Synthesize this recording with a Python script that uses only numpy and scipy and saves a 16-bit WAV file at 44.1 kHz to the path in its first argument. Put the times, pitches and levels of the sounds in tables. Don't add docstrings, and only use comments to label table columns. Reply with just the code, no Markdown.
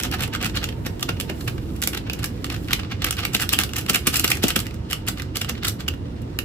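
import sys
import numpy as np
from scipy import signal
from scipy.fft import rfft, irfft
from scipy.io import wavfile

SR = 44100
rng = np.random.default_rng(int(sys.argv[2]) if len(sys.argv) > 2 else 0)


def unload_audio(sound):
    columns = np.transpose(np.atleast_2d(sound))
    steps = np.round(np.clip(columns, -1, 1) * 32767)
    wavfile.write(sys.argv[1], SR, steps.astype(np.int16))


def convert_level_to_amplitude(level_db):
    exponent = np.asarray(level_db, float) / 20
    return 10 ** exponent


N = 284400


def rms_one(x):
    return x / np.sqrt(np.mean(x ** 2) + 1e-20)


def in_time(rows):
    s, value = np.transpose(rows)
    return np.interp(np.arange(N) / SR, s, value)


def at_hz(points, hz):
    points_hz, value = np.transpose(points)
    return np.interp(np.log(hz), np.log(points_hz), value)


def drift(rate_hz):
    r = np.exp(-2 * np.pi * rate_hz / SR)
    return rms_one(signal.lfilter([1], [1, -2 * r, r * r], rng.standard_normal(N + SR))[SR:])


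def colour(x, points, share=1):
    size = 8192
    hz = np.arange(size // 2 + 1) * SR / size + 1
    cepstrum = irfft(share * at_hz(points, hz) * np.log(10) / 20)
    cepstrum[1:size // 2] *= 2
    cepstrum[size // 2 + 1:] = 0
    response = irfft(np.exp(rfft(cepstrum)))
    return np.array([signal.fftconvolve(v, response)[:N] for v in x])


def band(x, low_hz, high_hz):
    return signal.sosfilt(signal.butter(2, [low_hz, high_hz], "band", fs=SR, output="sos"), x)


def resonate(x, hz, width_hz):
    r = np.exp(-np.pi * width_hz / SR)
    poles = [1, -2 * r * np.cos(2 * np.pi * hz / SR), r * r]
    return signal.lfilter([(1 - r * r) / 2, 0, (r * r - 1) / 2], poles, x)


def snaps(shape, per_s, spread_db):
    sizes = convert_level_to_amplitude(spread_db * np.minimum(rng.exponential(1, shape), 3))
    sizes = sizes * (rng.random(shape) < per_s / SR)
    signs = rng.choice([-1, 1], (*shape[:-1], 3, shape[-1]))
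    return rms_one(sizes)[..., None, :] * signs


def swell(rise_ms, fall_ms):
    rise_roundness, fall_roundness = 0.95, 0.87
    ms = (np.arange(3000) - 1000) / SR * 1000
    rise = (np.maximum(-ms, 0) / np.clip(rise_ms, .1, 9)) ** rise_roundness
    fall = (np.maximum(ms, 0) / np.clip(fall_ms, .2, 16)) ** fall_roundness
    return np.exp(-rise - fall)


# start in seconds, peak in dB, ring of the fold in Hz.
EARLY_SNAPS = [(0.0268, -28, 3110.0), (0.0354, -24, 3320.0), (0.0397, -23, 1310.0), (0.051, -35, 3200),
               (0.1134, -31, 2870.0), (0.1265, -27, 2750.0), (0.1298, -29, 2630.0), (0.147, -22, 1580),
               (0.187, -30, 2550.0), (0.1948, -28.0, 1510.0), (0.2063, -24, 2680.0), (0.222, -20, 2650.0),
               (0.236, -21, 2850), (0.2775, -29, 1280.0), (0.333, -32, 2850), (0.3375, -21, 2650),
               (0.342, -34, 2870.0), (0.3502, -17, 1560), (0.3603, -21, 2570.0), (0.417, -31, 3080.0),
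               (0.4268, -25, 2550.0), (0.4472, -19, 2580.0), (0.4563, -21, 2850), (0.4746, -29, 4310.0),
               (0.55, -34, 2750), (0.5646, -20, 4280), (0.6313, -31.0, 1380.0), (0.6417, -17, 2900),
               (0.6898, -38, 2820.0), (0.8506, -33, 2310.0), (0.8597, -41, 2660.0), (0.863, -20, 1560),
               (0.996, -30, 2930.0), (1.0282, -11.5, 2960), (1.091, -30, 1510.0), (1.095, -21, 2850),
               (1.2, -17.5, 2850.0), (1.2103, -17.5, 2770.0), (1.2987, -25, 2550.0),
               (1.3006, -22.5, 2590.0), (1.412, -33, 4530), (1.475, -33, 1110.0), (1.477, -23.5, 2620.0),
               (1.4973, -27, 1640.0), (1.5807, -33, 1530.0), (1.7627, -45, 2410.0), (1.819, -32, 1520.0),
               (1.8251, -13, 1930), (1.8384, -19.5, 3650), (1.8746, -11, 1840), (1.932, -37, 3190.0),
               (1.947, -27, 2590.0), (1.9757, -27, 3600.0), (2.099, -19, 2660), (2.1358, -23, 2380),
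               (2.191, -29, 2830.0), (2.2427, -11, 1610), (2.2581, -24, 2440.0)]
SHAKEN_SNAPS = [(2.4453, -14.5, 2040), (2.4589, -35, 2130.0), (2.4668, -27, 2150.0), (2.4977, -41, 2520.0),
                (2.501, -22, 2530.0), (2.507, -29, 2590.0), (2.5141, -28, 2020.0), (2.522, -41, 1400),
                (2.5615, -39, 1470), (2.646, -38, 4300), (2.6764, -34, 2580), (2.709, -20, 1550.0),
                (2.7177, -25, 3700.0), (2.7332, -9, 3600), (2.7448, -32, 2790.0), (2.798, -24, 2770.0),
                (2.9012, -46, 1570.0), (2.9153, -42, 2650), (3.021, -18, 3680.0), (3.0443, -12, 2350),
                (3.108, -15.5, 3630), (3.1225, -33, 2550.0), (3.169, -23, 4450.0), (3.184, -25, 2870.0),
                (3.206, -24, 2820.0), (3.2488, -24, 2450), (3.252, -9, 2400.0), (3.268, -34, 2080.0),
                (3.336, -22, 2760.0), (3.3492, -5.5, 2510.0), (3.3664, -14, 2150.0), (3.4, -16, 2370.0),
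                (3.4079, -27, 2270.0), (3.417, -18.5, 1440.0), (3.434, -14, 2660.0), (3.4923, -14, 3910.0),
                (3.529, -31, 2960.0), (3.536, -9, 2930), (3.544, -17, 3040.0), (3.589, -6, 2430),
                (3.593, -24, 2660.0), (3.6001, -29, 1860), (3.6136, -17, 1480.0), (3.637, -18, 4430.0),
                (3.6925, -31, 2850.0), (3.735, -37, 2780.0), (3.76, -23, 2470.0), (3.766, -20, 2730),
                (3.7852, -29, 2800), (3.8866, -21, 2860.0), (3.8979, -11.5, 2870.0), (3.9323, -22, 2550.0),
                (3.941, -26, 2830.0), (3.9474, -10, 2700), (3.9588, -13.5, 2890.0), (4.069, -17, 2850.0),
                (4.0733, -15, 2980), (4.0874, -32, 4380.0)]
LATE_SNAPS = [(4.1457, -23, 3020), (4.159, -7.5, 3280), (4.1678, -27, 2850.0), (4.197, -17, 2880),
              (4.2412, -14, 3170), (4.249, -8, 1950.0), (4.278, -14, 4600.0), (4.281, -28, 2950.0),
              (4.304, -13, 2410.0), (4.315, -11, 1410), (4.3178, -5.5, 2260), (4.426, -28, 3650.0),
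              (4.4316, -13, 2720), (4.4412, -10, 2850), (4.472, -20.5, 2850.0), (4.484, -20, 2490.0),
              (4.4884, -21, 2830.0), (4.5046, -16, 2730.0), (4.559, -13, 2630), (4.5618, -8.5, 2850),
              (4.591, -19, 4640), (4.6015, -27, 4420), (4.6679, -21.5, 2150), (4.7097, -40, 2630.0),
              (4.901, -26, 3070.0), (4.9127, -33, 2830.0), (4.9232, -18.5, 2780.0), (4.9314, -13, 2970),
              (5.0743, -25, 2690.0), (5.078, -17, 2700.0), (5.0869, -14, 1520), (5.199, -32, 2070),
              (5.2216, -25, 4140), (5.3576, -19, 2950), (5.37, -17, 4270.0), (5.4121, -22, 2450.0),
              (5.415, -22, 3020), (5.491, -17, 2780.0), (5.4958, -13.5, 2030), (5.6342, -20, 3700.0),
              (5.6493, -23, 4280), (5.6526, -12, 4070), (5.6705, -22, 1230), (5.679, -19, 3960.0),
              (5.683, -19, 3850), (5.6887, -32, 3770.0), (5.6973, -27, 4130.0), (5.807, -31, 4450.0),
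              (5.881, -14, 2900), (5.8855, -16, 2850), (6.3893, -14, 2800)]


def pops():
    fall_ms, spray_db, ring_db, level_db = 1.36, -6.5, 7, 8.5
    rows = EARLY_SNAPS + SHAKEN_SNAPS + LATE_SNAPS
    fall = np.exp(-np.arange(600) / SR * 1000 / fall_ms)
    out = np.zeros((3, N + 600))
    for (s, db, hz), spray in zip(rows, rng.standard_normal((len(rows), 3, 600))):
        burst = convert_level_to_amplitude(spray_db) * spray * fall
        burst[:, 0] = np.sign(spray[0, 0])
        ring = convert_level_to_amplitude(ring_db) * resonate(burst, hz, .2 * hz)
        at = round(s * SR) - 20
        out[:, at:at + 600] += convert_level_to_amplitude(db + level_db) * (burst + ring)
    return band(out[:, :N], 1680, 22000)


# start in seconds, buckle level in dB, crack level in dB, length in ms.
JIGGLING = [(0.001, -23, -27, 5.3), (0.0118, -24, -32, 2.4), (0.0267, -46, -33, 5.1),
            (0.035, -28, -21, 2.9), (0.041, -28, -30, 4.5), (0.052, -22.5, -31, 9.7),
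            (0.1147, -39, -28, 3.5), (0.125, -24, -40, 6.6), (0.1395, -21, -30, 11),
            (0.1953, -24.5, -43, 5), (0.2076, -20, -23.5, 3.6), (0.2236, -26.5, -26.5, 6),
            (0.2357, -23.5, -27.5, 12), (0.2784, -32, -36, 3.8), (0.3346, -25.5, -43, 6.2),
            (0.3502, -23, -32, 8.2), (0.414, -24.5, -35, 7.4), (0.4275, -25, -26, 3.6),
            (0.435, -24.5, -39, 7.4), (0.445, -26, -21, 2), (0.4567, -22, -27, 3.2), (0.463, -21, -21, 5.4),
            (0.497, -31, -37, 3.9), (0.556, -24.5, -34, 8), (0.5714, -18.5, -24, 5.4),
            (0.6158, -30, -48, 3.5), (0.6325, -25.5, -40, 6.9), (0.6425, -26, -20.5, 3.5),
            (0.6892, -24, -27, 2.6), (0.726, -35, -47, 3.4)]
TAPPING = [(0.8643, -22, -23.5, 5.1), (0.9962, -35, -34, 3.3), (1.0097, -35, -31, 4.3),
           (1.029, -22.5, -19.5, 4.1), (1.091, -18.5, -23.5, 3.8), (1.169, -36, -48, 3.4),
           (1.2012, -21, -20.5, 2.6), (1.2114, -35, -30, 4.7), (1.298, -27, -41, 6.9),
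           (1.41, -32, -34, 4.4), (1.4809, -19.5, -30, 3.9), (1.5813, -32.5, -54, 3.2)]
PINCHING = [(1.764, -42, -43, 10), (1.8185, -39, -21, 2.5), (1.8251, -23, -19, 3.8),
            (1.8374, -24, -16.5, 3.5), (1.8742, -19, -11.5, 2.4), (1.8928, -44, -44, 5.5),
            (1.9333, -23, -32, 3.3), (1.9486, -24, -29, 5.9), (1.9748, -25.5, -28.5, 6),
            (2.073, -35, -52, 8.2), (2.0977, -16, -34, 1.65), (2.134, -32, -25, 3.4),
            (2.194, -35, -39, 7.8), (2.2314, -28, -32, 6.1), (2.244, -22, -19.5, 3.8),
            (2.26, -46, -24, 4.9), (2.4434, -22, -29.5, 1.8), (2.5008, -23, -46, 3.5),
            (2.525, -24.5, -35, 5.6), (2.5436, -25, -35, 4.1), (2.563, -28, -36, 2.6), (2.685, -28, -36, 3),
            (2.697, -34.5, -48, 9.2), (2.7077, -21, -35, 2.3), (2.717, -25, -35, 6.7),
            (2.7316, -15, -12.5, 3.2), (2.7964, -25.5, -48, 4.5), (2.833, -24, -57, 1.9),
            (2.848, -33.5, -58, 2.4), (2.92, -25.5, -39, 8.6)]
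SHAKING = [(3.024, -23, -38, 5.4), (3.0454, -15.5, -14, 3.4), (3.067, -21.5, -29, 11),
           (3.0855, -24.5, -31, 3.6), (3.109, -17.5, -9, 2), (3.1265, -24, -20.5, 3.7),
           (3.1887, -22, -31, 13), (3.204, -30, -33, 4.5), (3.235, -23.5, -35, 7.2),
           (3.2526, -18, -27.5, 2.7), (3.3352, -32, -31, 7.1), (3.3493, -16, -12.5, 5.1),
           (3.397, -22, -24, 3.7), (3.408, -48, -23, 7.9), (3.4202, -18.5, -17.5, 11),
           (3.4914, -32, -13, 2.2), (3.5316, -16.5, -13, 7.1), (3.5896, -22, -20, 5.4),
           (3.6008, -20.5, -21, 11), (3.615, -27, -25.5, 11), (3.6358, -20, -12.5, 2.8),
           (3.6934, -31.5, -46, 3.3), (3.7165, -39, -50, 2.4), (3.7348, -19.5, -19, 1.7),
           (3.7648, -24, -23.5, 6), (3.7856, -24.5, -24.5, 9.4), (3.8126, -38, -32, 8.7),
           (3.863, -23, -26.5, 2.2)]
FLICKING = [(3.899, -16, -11.5, 7.3), (3.935, -34, -27, 5.4), (3.9463, -14.5, -14.5, 5.5),
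            (3.958, -16, -19, 4.6), (3.9918, -40, -39, 6), (4.073, -13, -6.5, 5.2), (4.129, -40, -25, 3.4),
            (4.1425, -20.5, -19.5, 10), (4.159, -23.5, -19, 13), (4.1693, -29, -16, 10),
            (4.1969, -22.5, -14, 6.2), (4.244, -11.5, -13.5, 3.9), (4.28, -27, -23, 6),
            (4.3037, -24, -16, 8.2), (4.317, -15, -13, 3.3), (4.353, -32, -31, 5.4), (4.371, -29, -27, 4.1),
            (4.4268, -29, -31, 5.2), (4.4385, -20, -13.5, 7), (4.47, -30, -32, 6.2),
            (4.4828, -38, -19, 3.4), (4.488, -24.5, -20.5, 8.6), (4.504, -19.5, -21, 5.4),
            (4.563, -15, -14.5, 3.5), (4.5923, -29, -27, 3), (4.6028, -26, -25.5, 4.8),
            (4.659, -34, -41, 5), (4.668, -42, -40, 4.9), (4.7094, -37, -44, 3.1), (4.743, -42, -37.5, 5)]
FLATTENING = [(4.902, -37, -39, 7.6), (4.912, -29, -26.5, 7.1), (4.9299, -16, -19, 1.8),
              (5.068, -40, -39, 4.3), (5.0859, -20.5, -13.5, 6), (5.1734, -29, -47, 3.4),
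              (5.184, -37, -35, 5.5), (5.1982, -26, -37, 4.9), (5.22, -26.5, -26.5, 2),
              (5.361, -25.5, -25.5, 6.5), (5.3705, -30, -24.5, 7.3), (5.401, -53, -39, 7),
              (5.4155, -20.5, -21, 3.6), (5.446, -26, -32, 2.2), (5.4949, -22, -25, 5.8),
              (5.553, -34, -53, 5.2), (5.5805, -34.5, -51, 8), (5.6337, -28, -46, 8),
              (5.6486, -20, -16.5, 4.5), (5.6708, -30, -28, 12), (5.683, -20.5, -11, 3.2),
              (5.689, -32, -29, 2.3), (5.697, -37, -33, 6.5), (5.806, -31, -33, 9.1),
              (5.865, -40, -62, 3.2), (5.884, -23.5, -21, 4.1), (5.938, -35, -43, 5.1),
              (6.2195, -65, -40, 4.6), (6.3884, -17.5, -18, 1.5)]


def gestures():
    when_s, _, ring_hz = np.transpose(EARLY_SNAPS + SHAKEN_SNAPS + LATE_SNAPS)
    gives = []
    for row in JIGGLING + TAPPING + PINCHING + SHAKING + FLICKING + FLATTENING:
        nearest_hz = ring_hz[np.argmin(abs(when_s - row[0]))]
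        gives.append((*row, nearest_hz * rng.uniform(0.88, 0.99)))
    return gives


SPLIT_HZ = 5290


def folds(gives):
    lag_ms, shortest_ms = .8, 1.06
    fold_db, bright_db, stutter_db = -4.5, -14, 2.0
    swarms, out = snaps((len(gives), 3000), 8000, 3.6), np.zeros((3, N + 3000))
    for (s, db, _, ms, hz), swarm in zip(gives, swarms):
        burst = swarm * swell(1.2 * (ms - shortest_ms), 0.87 * ms)
        ring = convert_level_to_amplitude(fold_db) * resonate(burst, hz, .25 * hz)
        at = round((s + lag_ms / 1000) * SR)
        out[:, at:at + 3000] += convert_level_to_amplitude(db) * (burst + ring)
    out = out[:, 1000:N + 1000] * convert_level_to_amplitude(stutter_db * np.tanh(drift(140)))
    return convert_level_to_amplitude(5.5) * (band(out, 600, SPLIT_HZ) + convert_level_to_amplitude(bright_db) * band(out, SPLIT_HZ, 16000))


def creases(gives):
    sudden_ms, lead = 1.7, 0.56
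    boost_db = 1
    gain_db, tint_db, middle_db, stutter_db = -1.5, -5.0, -16.5, 5.5
    swarms, out = snaps((len(gives), 3000), 15000, 1.0), np.zeros((3, N + 3000))
    for (s, _, db, ms, _), swarm, hz in zip(gives, swarms, rng.uniform(3700, 13400, len(gives))):
        fall_ms = 0.47 + 0.46 * ms
        burst = swarm * swell(lead * (ms - sudden_ms), fall_ms) * convert_level_to_amplitude(boost_db * np.log2(5 / ms))
        tint = convert_level_to_amplitude(tint_db) * resonate(burst, hz, .3 * hz)
        at = round(s * SR)
        out[:, at:at + 3000] += convert_level_to_amplitude(db + gain_db) * (burst + tint)
    out = out[:, 1000:N + 1000] * convert_level_to_amplitude(stutter_db * np.tanh(drift(200)))
    return convert_level_to_amplitude(10.0) * (band(out, SPLIT_HZ, 22000) + convert_level_to_amplitude(middle_db) * band(out, 1300, SPLIT_HZ))


# start in seconds, thump level in dB.
TAPS = [(0.86, -23), (1.09, -18), (1.297, -17.5), (1.477, -26.5), (2.244, -45), (2.735, -24), (3.043, -22),
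        (3.349, -16.5), (3.528, -18.5), (3.59, -20.5), (3.898, -15), (3.946, -21), (4.071, -16),
        (4.241, -15), (4.437, -11), (4.562, -16), (5.082, -28), (5.492, -31)]


def taps():
    pulse = convert_level_to_amplitude(-10.0) * swell(0.75, 1.3)
    puff_swell = convert_level_to_amplitude(-1.5) * swell(2.1, 5.1)
    out = np.zeros(N + 3000)
    for (s, db), puff in zip(TAPS, rng.standard_normal((len(TAPS), 3000))):
        at = round(s * SR) + 130
        out[at:at + 3000] += convert_level_to_amplitude(db) * (puff * puff_swell - pulse)
    return convert_level_to_amplitude(15.0) * band(out[1000:N + 1000], 157, 427)


# time in seconds, level in dB.
CREAK = [
    (0.0, -55),
    (0.97, -50),
    (4.4, -43),
    (4.74, -48),
    (5.48, -51),
    (6.45, -51),
]
# time in seconds, level in dB.
POWDER = [(0, -52), (.1, -58), (1.33, -51), (1.42, -41.5), (1.6, -52.5), (1.8, -48), (2.06, -65),
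          (2.55, -48), (2.66, -46.5), (2.85, -74), (3.03, -73), (3.2, -54.5), (3.55, -47), (3.9, -51),
          (4.3, -43), (4.72, -72), (5.6, -90), (6.45, -61)]


def rustle():
    creaks = rms_one(band(snaps((N,), 3000, 2.4), 480, SPLIT_HZ) * convert_level_to_amplitude(1.9 * drift(41)))
    powder = rms_one(band(snaps((N,), 15000, 2.6), 7500, 22000) * convert_level_to_amplitude(1.3 * drift(24)))
    return convert_level_to_amplitude(in_time(CREAK) - 3.0) * creaks + convert_level_to_amplitude(in_time(POWDER) + 3.5) * powder


# frequency in Hz, density in dB per Hz.
FILM = [(290, -25), (500, -1), (623, -20.5), (721, -5), (994, -15), (1200, -4), (2100, -7), (2810, -6),
        (4000, -7.5), (5900, -9), (6700, -14), (7450, -8), (8400, -15), (14700, -13), (16500, -29)]


def over_pot(film):
    pot_hz, pot_width_hz, pot_db = 2850, 87, -3
    film = film + convert_level_to_amplitude(pot_db) * resonate(film, pot_hz, pot_width_hz)
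    return convert_level_to_amplitude(5.5) * colour(film, FILM)


def heard(swarms):
    alike_hz, right_lag_samples = 3700, 4
    shared, left, right = swarms
    low = signal.butter(2, alike_hz, fs=SR)
    high = signal.butter(2, alike_hz, "high", fs=SR)
    same = signal.lfilter(*low, shared)
    late = np.roll(same, right_lag_samples)
    return np.array([same + signal.lfilter(*high, left), late + signal.lfilter(*high, right)])


def kitchen():
    t60_s = 0.23
    t = np.arange(SR // 2) / SR
    fall = convert_level_to_amplitude(-60 * t / t60_s) * (t > .003)
    spectrum = rfft(rng.standard_normal((2, len(t))) * fall)
    flat = irfft(spectrum / abs(spectrum))
    tail = signal.lfilter([1], [1, -.2], flat * np.sqrt(fall))
    return tail / np.linalg.norm(tail[0])


# frequency in Hz, left minus right in dB.
TILT = [(200, 3), (950, -3), (4400, 1.5), (12000, 0)]


def space(x, tail):
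    stirred = x * np.tanh(3.4 * drift(44))
    left, right = x + convert_level_to_amplitude(-6.5) * signal.fftconvolve(stirred, tail, axes=1)[:, :N]
    return np.vstack([colour([left], TILT, share=0.77), colour([right], TILT, share=-0.56)])


# frequency in Hz, density in dB per Hz.
RUMBLE = [(24, -21), (40, -4), (106, -3.5), (171, -10), (290, -11), (433, -20), (491, -23), (680, -27),
          (873, -29), (1090, -33.5), (16000, -63)]
# frequency in Hz, left-right likeness from -1 to 1.
LIKENESS = [(50, 0.94), (200, 0.93), (380, 0.78), (620, -0.81), (1500, -0.13)]
# time in seconds, level in dB.
HUM = [
    (0.0, -30.5),
    (5.62, -33),
    (6.45, -32),
]
# time in seconds, level in dB.
WHINE = [
    (0, -42),
    (.9, -52.5),
    (1.05, -47),
    (1.35, -45),
    (1.5, -80),
    (2.8, -59),
    (6.45, -54),
]


def appliance():
    rumble, edges_hz = 0, 22 * 2 ** np.arange(0, 9.8, .5)
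    white = rng.standard_normal((2, 2, N))
    for k, (low_hz, high_hz) in enumerate(zip(edges_hz, edges_hz[1:])):
        mid, side = band(white[k % 2], low_hz, high_hz)
        hz = np.sqrt(low_hz * high_hz)
        alike = np.clip(at_hz(LIKENESS, hz), -1, 1)
        stereo = np.sqrt(1 + alike) * mid + np.sqrt(1 - alike) * side * [[1], [-1]]
        rumble = rumble + convert_level_to_amplitude(at_hz(RUMBLE, hz) + 1.47 * drift(5.9)) * stereo
    drone = convert_level_to_amplitude(-20.5) * rms_one(resonate(white[0, 0], 100.7, 9.3))
    whine = rms_one(resonate(white[1, 0], 904, 7.1))
    whine = convert_level_to_amplitude(in_time(WHINE) - 7.5 + 1.5 * drift(7.6)) * whine
    return (convert_level_to_amplitude(in_time(HUM) + 2.0) * (rms_one(rumble) + drone) + whine) * convert_level_to_amplitude([[-1.3], [1.3]])


def scene():
    gives = gestures()
    film = over_pot(folds(gives) + creases(gives) + rustle() + pops())
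    close = heard(film) * convert_level_to_amplitude([[-1.2], [1.2]]) + taps()
    return space(close, kitchen()) + appliance()


def low_pass(x):
    return signal.sosfilt(signal.butter(12, 16830, fs=SR, output="sos"), x)


def record(dry):
    dry = signal.sosfilt(signal.butter(4, 44, "high", fs=SR, output="sos"), dry)
    dry = signal.sosfilt(signal.cheby2(10, 35, 16200, fs=SR, output="sos"), dry)
    return low_pass(1.542 * np.tanh(dry / 1.467))


dry = scene()
out = record(dry)
unload_audio(out)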